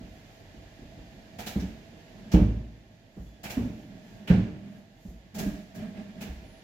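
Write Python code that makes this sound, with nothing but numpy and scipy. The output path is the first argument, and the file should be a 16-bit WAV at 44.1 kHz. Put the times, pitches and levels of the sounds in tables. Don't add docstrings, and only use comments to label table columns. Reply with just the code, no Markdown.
import sys
import numpy as np
from scipy import signal
from scipy.fft import rfft, irfft, next_fast_len
from scipy.io import wavfile
from scipy.ndimage import uniform_filter1d, minimum_filter1d

SR = 44100
rng = np.random.default_rng(int(sys.argv[2]) if len(sys.argv) > 2 else 0)


def transcribe(signal):
    frames = np.atleast_2d(signal).T
    limited = np.clip(frames, -1, 1)
    pcm = np.round(limited * 32767).astype(np.int16)
    wavfile.write(sys.argv[1], SR, pcm)


N = 292383
TIME = np.arange(N) / SR


def from_db(db):
    return 10 ** (np.asarray(db) / 20)


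def rms_one(x):
    return x / np.sqrt(np.mean(x ** 2) + 1e-20)


def loudest_one(x):
    return x / np.sqrt(np.mean(x[:, :SR // 20] ** 2))


def at_hz(points, hz):
    f, value = np.transpose(points)
    return np.interp(np.log(np.maximum(hz, 1)), np.log(f), value)


def add(out, s, sound):
    start = max(round(s * SR), 0)
    out[..., start:start + sound.shape[-1]] += sound[..., :N - start]


def drift(rate):
    knots = rng.standard_normal(int(N / SR * rate) + 2)
    return np.interp(TIME * rate, np.arange(len(knots)), knots)


def lag(x, seconds):
    r = np.exp(-1 / (seconds * SR))
    return signal.lfilter([1 - r], [1, -r], x)


def resonate(x, hz, width_hz):
    r = np.exp(-np.pi * width_hz / SR)
    feedback = [1, -2 * r * np.cos(2 * np.pi * hz / SR), r * r]
    return signal.lfilter(np.array([1, 0, -1]) * (1 - r * r) / 2, feedback, x + 1e-18)


# frequency in Hz, likeness from 0 (unrelated) to 1 (the same).
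LIKENESS = [(60, 0.79), (150, 0.99), (300, 0.84), (600, 0.88), (1100, 0)]
def diffuse(spectrum, size):
    padded = next_fast_len(size, True)
    hz = np.arange(padded // 2 + 1) * SR / padded
    mid, side = rfft(rng.standard_normal((2, padded)))
    alike = at_hz(LIKENESS, hz)
    both = np.sqrt(1 + alike) * mid + np.sqrt(1 - alike) * side * [[1], [-1]]
    shaped = both * from_db(at_hz(spectrum, hz)) * (hz > 20)
    return rms_one(irfft(shaped, padded)[:, :size])


# frequency in Hz, seconds to fade by 60 dB (called t60).
ROOM_T60 = [(60, 1), (200, 0.86), (700, 0.7), (2500, 0.81), (6000, 0.74), (14000, 0.58)]
def burst(spectrum, build_s, early_db, early_s):
    t = TIME[:SR]
    hz, s, frames = signal.stft(diffuse(spectrum, size=SR), SR, nperseg=512)
    fade = from_db(-60 * s / at_hz(ROOM_T60, hz)[:, None])
    tail = signal.istft(frames * fade, SR)[1][:, :SR]
    early_boost = 1 + from_db(early_db) * np.exp(-t / early_s)
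    return loudest_one(tail * (1 - np.exp(-t / build_s)) * early_boost)


def standing_waves(x, ripple_db=1.5, spacing_hz=22, above_hz=450):
    size = next_fast_len(N + SR // 4, True)
    hz = np.arange(size // 2 + 1) * SR / size
    knots = rng.standard_normal((2, SR // 10))
    pattern = np.array([np.interp(hz / spacing_hz, np.arange(len(k)), k) for k in knots])
    gain = rms_one(from_db(ripple_db * (pattern + pattern.mean(axis=0))))
    return irfft(rfft(x, size) * np.where(hz > above_hz, gain, 1), size)[:, :N]


# start in seconds, end in seconds, pitch in Hz, level in dB.
SQUEAKS = [(3.258, 3.385, 3420, -65), (6.45, 6.61, 9900, -71.5)]
def squeaks():
    out = np.zeros(N)
    for start, end, hz, db in SQUEAKS:
        gate = uniform_filter1d(1. * ((TIME > start) & (TIME < end)), size=SR // 50)
        pitch = hz * (1 + 0.0069 * drift(320))
        out += from_db(db) * gate * np.sin(2 * np.pi * np.cumsum(pitch) / SR)
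    return out


# start in seconds, length in seconds, level in dB.
PULLS = [(2.127, 0.28, -45), (3.844, 0.81, -46), (4.612, 0.17, -43.5), (5.334, 0.14, -27),
         (5.732, 0.14, -34.5), (5.935, 0.07, -38.5), (6.133, 0.14, -40)]
def pulling(rise_s=0.066, fade_s=0.074):
    pull = np.zeros(N)
    for s, length, db in PULLS:
        rise = np.clip((TIME - s) / rise_s, 0, 1)
        pull += from_db(db) * rise * np.exp(-np.maximum(TIME - s - length, 0) / fade_s)
    return pull


# frequency in Hz, relative level in dB.
RUB_TONE = [(24, -29.5), (40, 8.5), (65, -15.5), (92, 1.5), (130, 0), (210, 0), (300, -3.5), (430, -11),
            (670, -8), (950, -29.5), (1500, -42), (4000, -61.5)]
RUSTLE_TONE = [(300, 0), (800, 5.5), (1200, -6.5), (1700, 2.5), (2400, -1), (3500, -2.5), (5000, -8),
               (7200, -11), (8300, -24), (10500, -21), (13500, -18), (16000, -30)]
SWISH_TONE = [(1500, -17), (7000, 9.5), (8500, -6), (13500, 6), (16000, -6)]
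# loudest moment in seconds, level in dB.
SWISHES = [(0.15, -73), (0.349, -72), (3.241, -63), (3.8, -68), (4.11, -68), (4.76, -67.5), (5.081, -60.5)]
def room_and_cloth(pull, rumble_db=-53, hiss_db=-59):
    rub_level = np.hypot(from_db(rumble_db), from_db(-13.5) * pull)
    rub = rub_level * from_db(1.7 * drift(20)) * diffuse(RUB_TONE, size=N)
    rustle_level = np.hypot(from_db(hiss_db), from_db(-33) * pull)
    rustle = rustle_level * from_db(0.24 * drift(39)) * diffuse(RUSTLE_TONE, size=N)
    strokes = sum(from_db(db) * np.exp(-((TIME - s) / 0.09) ** 2) for s, db in SWISHES)
    hollow = resonate(rub, 91.4, 19) + resonate(rub, 651, 33) * from_db(0.5)
    return from_db(-0.5) * (rub + hollow) + from_db(2) * rustle + strokes * diffuse(SWISH_TONE, size=N)


# pitch in Hz, width in Hz, relative level in dB.
GROAN_NOTES = [(201, 19.5, 6.5), (364, 52, -20), (611, 28, -9.5), (1490, 1240, -27.5), (1610, 41, -24.5)]
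def drag(pull):
    slips = diffuse([(100, 0.5), (3000, -7.5), (8000, -14.5)], size=N) * from_db(2 * drift(30))
    return pull * rms_one(sum(from_db(db) * resonate(slips, hz, width) for hz, width, db in GROAN_NOTES))


# frequency in Hz, relative level in dB.
CLACK_TONE = [(200, 7), (500, 1.5), (760, 6.5), (1120, -8), (1600, -0.5), (2700, -1.5), (4000, -8.5),
              (6800, -18), (8500, -24), (16000, -54)]
def clank(ring_hz):
    strike = burst(CLACK_TONE, build_s=0.0044, early_db=13, early_s=0.025)
    ring = resonate(strike, ring_hz, width_hz=0.19 * ring_hz)
    clack = burst(CLACK_TONE, build_s=0.011, early_db=8.5, early_s=0.011)
    return from_db(-2) * clack + from_db(-6) * loudest_one(ring)


# frequency in Hz, relative level in dB.
TICK_TONE = [(2000, -4), (4500, 2.5), (7300, 3.5), (8500, -7.5), (10000, -3.5), (11500, -1.5), (13800, 1.5),
             (16000, -2.5)]
# pitch in Hz, width in Hz, relative level in dB.
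BRACKET_NOTES = [(1402, 36, -4), (1670, 56, 0), (2330, 34, 3.5)]
# start in seconds, relative clack and tick levels in dB,
# ring pitch in Hz.
CLICKS = [(1.386, -40.5, -46.5, 794), (1.463, -40.5, -41.5, 3900), (1.596, -48, -58, 5830),
          (2.316, -41, -47.5, 5830), (2.338, -40, -57, 2870), (3.433, -39, -41.5, 800),
          (3.448, -38.5, -51, 2500), (3.497, -39.5, -40, 2500), (3.5, -43.5, -59, 730),
          (4.273, -38, -52.5, 2650), (4.296, -36, -66, 1490), (5.345, -44.5, -44, 820),
          (5.383, -40.5, -36.5, 740), (5.747, -57, -53.5, 1670), (5.966, -51, -82, 666),
          (6.208, -43.5, -47.5, 2670)]
def hinges():
    out, t = np.zeros((2, N)), TIME[:SR // 20]
    for s, clack_db, tick_db, ring_hz in CLICKS:
        snap = diffuse(TICK_TONE, size=len(t)) * np.exp(-t / 0.0011)
        add(out, s, from_db(tick_db + 1) * snap)
        add(out, s + 0.02, from_db(tick_db + 6.5) * snap)
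        add(out, s, from_db(tick_db - 1) * burst(TICK_TONE, build_s=0.01, early_db=12.5, early_s=0.021))
        add(out, s, from_db(clack_db) * clank(ring_hz))
    return out + sum(from_db(db - 4) * resonate(out, hz, width) for hz, width, db in BRACKET_NOTES)


def swing(hz, rise_s, t60):
    t = TIME[:SR]
    envelope = (1 - np.exp(-(t / rise_s) ** 2)) * from_db(-60 * t / t60)
    return envelope / envelope.max() * np.sin(2 * np.pi * hz * t)


def thud(hz):
    return swing(hz, rise_s=0.0071, t60=0.096)


def boom(hz):
    return swing(hz, rise_s=0.0099, t60=0.23)


# frequency in Hz, relative level in dB.
KNOCK_TONE = [(26, -31.5), (37, -7), (130, 1.5), (220, 2), (320, -5), (430, -9), (680, -17), (1000, -24),
              (2000, -36), (5000, -68)]
def knock(build_s, early_db, early_s):
    return burst(KNOCK_TONE, build_s, early_db, early_s)


# start in seconds, level in dB, pitch in Hz.
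BUMPS = [(0.002, -41.5, 250), (0.539, -46.5, 259.5), (0.787, -46, 274), (0.816, -46.5, 118),
         (0.968, -44, 95.8), (1.14, -51.5, 110), (3.166, -31.5, 197), (5.05, -33, 182.5)]
def add_bumps(body, knocks, base_hz=54.2):
    for s, db, hz in BUMPS:
        add(body, s, from_db(db) * swing(hz, rise_s=0.0072, t60=0.1))
        add(body, s + 0.0255, from_db(db + 0.5) * boom(base_hz))
        add(knocks, s, from_db(db - 8) * knock(build_s=0.0033, early_db=-4, early_s=0.049))


PANEL_HZ, RAIL_HZ, SEAT_HZ = 207, 312.5, 107.9
# start in seconds, panel thud level in dB and pitch in Hz, base boom level in dB and pitch in Hz,
# rail level in dB. The row at 1.625 s is the hard rebound of the landing just before it.
LANDINGS = [(1.557, -21.5, 192.2, -29, 63, -36.5), (1.625, -35, 274, -35.5, 61.6, -49),
            (2.336, -9.5, 178, -10.5, 56.4, -14.5), (3.569, -15, 249, -30.5, 63, -45),
            (4.299, -9.5, 179.5, -22.5, 58.3, -32), (5.458, -26, 285, -28.5, 49.35, -53),
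            (6.289, -50, 172, -31, 60.3, -53)]
def add_landings(body, knocks, hard_landing_db=-9.5, bounce_loss_db=6):
    for s, thud_db, hz, boom_db, boom_hz, rail_db in LANDINGS:
        add(body, s, from_db(thud_db) * thud(hz) + from_db(boom_db) * boom(boom_hz))
        add(body, s, from_db(rail_db) * thud(RAIL_HZ))
        add(knocks, s, from_db(thud_db - 13) * knock(build_s=0.0023, early_db=-2.5, early_s=0.023))
        rebound_db = hard_landing_db - 11 + 2.8 * (thud_db - hard_landing_db)
        rebound = from_db(rebound_db) * (thud(PANEL_HZ) + boom(SEAT_HZ))
        rebound += from_db(boom_db - 11) * boom(boom_hz)
        flight_s = 0.122 * from_db(0.43 * boom_db)
        for bounce in range(3):
            add(body, s + flight_s * (bounce + 1), from_db(-bounce_loss_db * bounce) * rebound)


# delay in seconds, level in dB.
ECHOES = [(.029, -9), (0.059, -10.5), (0.076, -8.5)]
# pitch in Hz, level in dB, seconds to fade by 60 dB.
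FRAME_NOTES = [(54.9, -6, 0.91), (110, -6.5, 0.9), (185, -0.5, 0.51), (213, -8.5, 0.42), (221.2, 1, 1),
               (264.6, -1, 1), (304, 5, 0.88), (603, 11, 0.96), (710, -9, 0.6)]
def wooden_frame():
    body, knocks = np.zeros(N), np.zeros((2, N))
    add_landings(body, knocks)
    add_bumps(body, knocks)
    for s, clack_db, _, _ in CLICKS:
        add(body, s, from_db(clack_db - 0.5) * thud(PANEL_HZ))
    echoes = sum(from_db(db) * np.interp(TIME - delay, TIME, body, left=0) for delay, db in ECHOES)
    ringing = sum(from_db(db) * resonate(body + knocks, hz, width_hz=np.log(1000) / (np.pi * t60))
                  for hz, db, t60 in FRAME_NOTES)
    return body + echoes + ringing + knocks


def scene():
    pull = pulling()
    return hinges() + wooden_frame() + standing_waves(room_and_cloth(pull) + drag(pull)) + squeaks()


def gain_control(x, threshold_db=-26.5, max_cut_db=8.5, hold_s=0.31, recovery_db_per_s=11):
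    power = lag(np.mean(x ** 2, axis=0), seconds=0.093)
    excess_db = np.clip(10 * np.log10(power + 1e-12) - threshold_db, 0, max_cut_db)
    hold = int(hold_s * SR)
    held_db = -minimum_filter1d(-excess_db, hold, origin=(hold - 1) // 2)
    recovery_db = recovery_db_per_s * TIME
    cut_db = np.maximum.accumulate(held_db + recovery_db) - recovery_db
    return x * from_db(-lag(cut_db, seconds=0.48))


# frequency in Hz, how much louder the left is in dB.
BALANCE = [(50, -0.5), (150, -1.5), (750, -4.5), (1400, 2), (2200, -3), (3100, -11), (4400, -0.5),
           (6000, -0.5), (8500, -0.5), (11000, -1), (13300, 9.5), (16000, 4)]
def record(dry):
    size = next_fast_len(N + SR // 4, True)
    hz = np.arange(size // 2 + 1) * SR / size
    sides = from_db(at_hz(BALANCE, hz) * [[.5], [-.5]])
    sides /= np.sqrt(np.mean(sides ** 2, axis=0))
    low_pass = 1 / np.sqrt(1 + (hz / 15900) ** 200)
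    return irfft(rfft(gain_control(dry), size) * sides * low_pass, size)[:, :N]


dry = scene()
out = record(dry)
transcribe(out)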